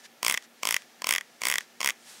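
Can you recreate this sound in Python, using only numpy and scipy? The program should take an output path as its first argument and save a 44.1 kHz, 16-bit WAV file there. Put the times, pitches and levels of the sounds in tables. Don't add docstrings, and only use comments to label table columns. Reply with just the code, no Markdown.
import sys
import numpy as np
from scipy import signal
from scipy.fft import rfft, irfft
from scipy.io import wavfile

SR = 44100
rng = np.random.default_rng(int(sys.argv[2]) if len(sys.argv) > 2 else 0)


def dump(signal):
    limited = np.clip(np.atleast_2d(signal).T, -1, 1)
    pcm = np.round(limited * 32767).astype(np.int16)
    wavfile.write(sys.argv[1], SR, pcm)


N = 97020
T = np.arange(N) / SR

# t/s, relative snap level/dB, relative treble/dB, nominal ring f/Hz, relative ring level/dB
TOOTH_SNAPS = [(0.23, 1.5, -4.5, 1968, 0), (0.2482, 3.5, -3, 2280, 7), (0.265, 8, -10, 2292, 13.5),
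               (0.2819, 7, 2.5, 2120, 14), (0.2982, 7.5, 0.5, 2156, 13.5), (0.311, 5.5, -3.5, 2095, 8.5),
               (0.324, 1, 5.5, 2047, 10), (0.342, 4.5, -12, 2086, 13.5), (0.3468, -1.5, -16.5, 2001, 12),
               (0.3752, -1.5, -26, 1938, 11), (0.4246, -24.5, -32, 1860, -18), (0.6326, 2, -12.5, 2312, 8),
               (0.6535, 3.5, -2.5, 2184, 3.5), (0.6724, 7, -5.5, 2130, 8), (0.6894, 6, -1, 2026, 7.5),
               (0.709, 7, -1, 2042, 13), (0.725, 3.6, -2, 2100, 8.5), (0.7433, 5, -2.5, 1994, 13.5),
               (0.7653, 2.0, -6.5, 1988, 15), (0.821, -23.5, -16.5, 1700, -23),
               (1.0202, -6.5, -12.5, 1760, -2.5), (1.0438, -2, -17, 2317, 7), (1.07, 4, -3, 2210, 6),
               (1.0911, 8, 0.5, 2125, 11), (1.109, 10, -3.5, 2206, 16.5), (1.125, 5, 1.5, 1940, 11.5),
               (1.138, 4, -1, 2063, 9.5), (1.1507, 2, -14, 2050, 10.5), (1.161, 2, -3, 1984, 14),
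               (1.1823, 0, -8.5, 1941, 11.5), (1.2103, -12.5, -31.5, 1904, 4),
               (1.4181, -3.5, -9.5, 2336, 8), (1.4359, 0.5, -9, 2130, 8.5), (1.4539, 5, -2, 2218, 12.5),
               (1.4697, 7, -3.5, 2167, 14), (1.4851, 4.5, 3.5, 2195, 11.5), (1.5002, 6, 0, 2010, 11.5),
               (1.5144, 3, 1, 2070, 12), (1.524, 2, -4.5, 2086, 12.5), (1.5399, 3, -4.5, 1980, 12.5),
               (1.5569, 1.5, -15, 1978, 14.5), (1.5831, 1.5, -3, 1871, 12), (1.6076, -15.5, -24.5, 1821, 0),
               (1.8058, -3.5, -10.5, 2254, 3.5), (1.8141, -1, -23.5, 2137, 6.5),
               (1.8303, 0.76, -21.5, 2150, 7.5), (1.8457, 7, -8.5, 2165, 9.5), (1.8601, 7, -4, 2044, 12.5),
               (1.8745, 7, -1.5, 2113, 15), (1.8889, 1.5, 2, 2054, 15.5), (1.8976, 0.86, -25, 2084, 9),
               (1.9052, -1.5, -25, 2122, 5)]
# start t/s, end t/s, base rasp level/dB
THUMB_STROKES = [(0.225, 0.384, -43), (0.625, 0.784, -46), (1.041, 1.184, -45.5), (1.407, 1.592, -44),
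                 (1.802, 1.929, -46)]


def from_db(db):
    return 10 ** (np.asarray(db) / 20)


def rms_one(x):
    return x / np.sqrt(np.mean(x ** 2) + 1e-20)


def butter(x, hz, kind, order=2):
    sos = signal.butter(order, min(hz, .45 * SR), kind, fs=SR, output="sos")
    return signal.sosfilt(sos, x)


def resonator_poles(hz, width_hz):
    r = np.exp(-np.pi * width_hz / SR)
    return r, [1, -2 * r * np.cos(2 * np.pi * hz / SR), r * r]


def resonate(x, hz, width_hz):
    r, poles = resonator_poles(hz, width_hz)
    return signal.lfilter(np.array([1, 0, -1]) * (1 - r * r) / 2, poles, x)


def noise(colour):
    hz, db = np.transpose(colour)
    log_hz = np.log(np.fft.rfftfreq(N, 1 / SR) + 1)
    gain = from_db(np.interp(log_hz, np.log(hz), db))
    return rms_one(irfft(rfft(rng.standard_normal(N)) * gain, N))


def room_tone():
    # f/Hz, relative level per Hz/dB
    air_colour = [(65, -48.5), (110, -16.5), (233, -8.5), (353, -9.5), (830, -9), (1020, -17), (1430, -11),
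                  (1550, -29), (2080, -12.5), (3420, -19.5), (6010, -31), (11500, -24), (16000, -28)]
    hiss_db, hum_db = -59.5, -70
    hum_hz, hum_width_hz = 235.57, 16
    hum = rng.standard_normal(N + SR)
    for _ in range(2):
        hum = resonate(hum, hum_hz, hum_width_hz)
    hum = hum[SR:]
    return from_db(hiss_db) * noise(air_colour) + from_db(hum_db) * rms_one(hum)


def hand_rubbing():
    # t/s, level/dB
    rubbing_level = [(0, -55), (.03, -58), (.057, -45), (.075, -63.5), (.42, -58.5), (.445, -51),
                     (.47, -65.5), (.76, -52.5), (.82, -55), (.86, -60), (1.58, -60.5), (1.612, -48.5),
                     (1.66, -60.5)]
    # f/Hz, relative level per Hz/dB
    rubbing_colour = [(300, -13), (1350, -6.5), (1720, 6.5), (2200, -5), (3400, -2.5), (6000, -2),
                      (9000, -10), (15000, -24.5)]
    return from_db(np.interp(T, *np.transpose(rubbing_level))) * noise(rubbing_colour)


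def rasp():
    # f/Hz, relative level per Hz/dB
    skin_colour = [(150, -4), (700, -12), (1050, 0), (1400, -2), (2100, 2.5), (3300, -0.5), (4200, -6),
                   (5600, -4), (9000, -8), (15000, -11.5)]
    follow_share, swell_db = 0.738, 4.5
    arch_db = 7
    grain_cutoff_hz, grain_db = 870, 3
    times, snap_db, *_ = np.transpose(TOOTH_SNAPS)
    across_tooth = np.interp(T, times, np.arange(len(times))) % 1
    pressure_db = follow_share * np.interp(T, times, snap_db) + swell_db * across_tooth
    level = 0
    for start, end, db in THUMB_STROKES:
        off_centre = np.abs(2 * (T - start) / (end - start) - 1)
        stroke_db = db + pressure_db - arch_db * np.minimum(off_centre, 1) ** 2
        level = level + (off_centre < 1) * from_db(stroke_db)
    grain = rms_one(butter(rng.standard_normal(N), grain_cutoff_hz, "low"))
    return level * rms_one(noise(skin_colour) * from_db(grain_db * grain))


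def progress(s):
    start, end, _ = min(THUMB_STROKES, key=lambda row: abs((row[0] + row[1]) / 2 - s))
    return np.clip((s - start) / (end - start), 0, 1)


def modes(force, table, along):
    scatter_db, detune = 1, 0.0246
    out = 0
    for hz, width_hz, *levels in table:
        gain = from_db(np.interp(along, [0, .5, 1], levels) + scatter_db * rng.normal())
        mode_hz = hz * (1 + detune * rng.uniform(-1.4, 1))
        out = out + gain * resonate(force, mode_hz, width_hz)
    return out


def smear(x, count=5):
    low_hz, high_hz, width_hz, scatter = 2700, 12604, 1800, 0.1584
    centres = np.linspace(low_hz, high_hz, count) * (1 + scatter * rng.uniform(-0.638, 1, count))
    for hz in centres:
        _, poles = resonator_poles(hz, width_hz)
        x = signal.lfilter(poles[::-1], poles, x)
    return x


def snap(t, along, treble_db):
    # f/Hz, width/Hz, relative level/dB at the start, middle and end of a stroke
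    spine_modes = [(1514.7, 89, -17.5, -2.5, -6), (2676, 555, -12, 2.5, 6), (3297, 422, 6.5, 3.5, 10),
                   (4827, 567, 4, -7.5, -2), (5505, 412, 5, 0.5, 1.5), (6082, 606, -26, -14.5, 0.5),
                   (6633, 439, 1, -2, -6.5), (8106, 923, 2, -3, -8), (10440, 817, -9.5, -5, -1),
                   (12700, 620, -6, -22, -26), (14480, 2530, -9.5, -14.5, -8.5)]
    # f/Hz, width/Hz, relative level/dB at start, middle and end
    knock_modes = [(264, 187, -2.5, -19.5, -14), (654, 378, 6.5, -8.5, -2.5), (1038.1, 113.5, 17, 4.5, -9),
                   (1192, 117, -15.5, 5.5, 10.5)]
    slip_lead_s = 0.00033
    grit_db, grit_decay_s, grit_low_cut_hz = -9, 0.00283, 4630
    treble_from_hz, treble_offset_db, knock_db = 7500, 2, -3
    release = signal.unit_impulse(len(t), np.argmin(np.abs(t)))
    slip = smear(signal.unit_impulse(len(t), np.argmin(np.abs(t + slip_lead_s))))
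    grit = rng.standard_normal(len(t)) * np.exp(-np.abs(t + slip_lead_s) / grit_decay_s)
    grit = from_db(grit_db) * grit / np.linalg.norm(grit)
    force = slip + butter(grit, grit_low_cut_hz, "high")
    middle = modes(force, [mode for mode in spine_modes if mode[0] < treble_from_hz], along)
    treble = modes(force, [mode for mode in spine_modes if mode[0] >= treble_from_hz], along)
    knock = modes(release, knock_modes, along)
    return middle + from_db(treble_db + treble_offset_db) * treble + from_db(knock_db) * knock


def tooth_ring(t, along, hz):
    first_s, last_s, damping = 0.003125, 0.00506, 3.07
    bend, bend_s = 0.341, 0.00293
    kick_db, kick_s = 12.5, 0.00039
    length_s = first_s + (last_s - first_s) * along ** 2
    age, free = np.maximum(t, 0), t >= 0
    pitch = hz * (1 + bend * (.5 - np.exp(-age / bend_s)))
    width = np.exp(-(age / length_s) ** damping) + from_db(kick_db) * np.exp(-age / kick_s)
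    swing = np.cos(2 * np.pi * np.cumsum(pitch * free) / SR) * free * width
    swing = resonate(swing, hz, hz)
    return swing / np.linalg.norm(swing)


def teeth(size=1500, lead_count=100):
    delay_s, snap_offset_db, ring_offset_db = .00008, -0.39, -14
    out = np.zeros(N + size)
    t = (np.arange(size) - lead_count) / SR
    for s, snap_db, treble_db, hz, ring_db in TOOTH_SNAPS:
        along = progress(s)
        i = int((s + delay_s) * SR) - lead_count
        out[i:i + size] += from_db(snap_db + snap_offset_db) * snap(t, along, treble_db)
        out[i:i + size] += from_db(ring_db + ring_offset_db) * tooth_ring(t, along, hz)
    return out[:N]


def room(x):
    level_db, t60_s, delay_s, dull_hz = -27.5, 0.265, 0.00057, 8000
    tail = butter(rng.standard_normal(N), dull_hz, "low", order=1)
    tail = tail * (T > delay_s) * np.exp(-np.log(1000) * T / t60_s)
    return from_db(level_db) * signal.fftconvolve(x, tail / np.linalg.norm(tail))[:N]


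def swish():
    # f/Hz, relative level per Hz/dB
    swish_colour = [(300, -13), (1100, -5), (1700, -3.5), (3500, -1), (8000, -1.5), (11000, -7),
                    (15000, -19)]
    peak_s, peak_db, rise_db_per_s, fall_db_per_s = 2.0955, -48, 156, 46
    drop_db = np.maximum((peak_s - T) * rise_db_per_s, (T - peak_s) * fall_db_per_s)
    return from_db(peak_db - drop_db) * noise(swish_colour)


def scene():
    comb = rasp() + teeth()
    mix = room_tone() + hand_rubbing() + comb + room(comb) + swish()
    mono = butter(mix, 152, "high")
    return np.stack([mono, mono])


def record(dry):
    cutoff_hz = 15700
    return signal.sosfilt(signal.ellip(10, .2, 80, cutoff_hz, fs=SR, output="sos"), dry)


dry = scene()
out = record(dry)
dump(out)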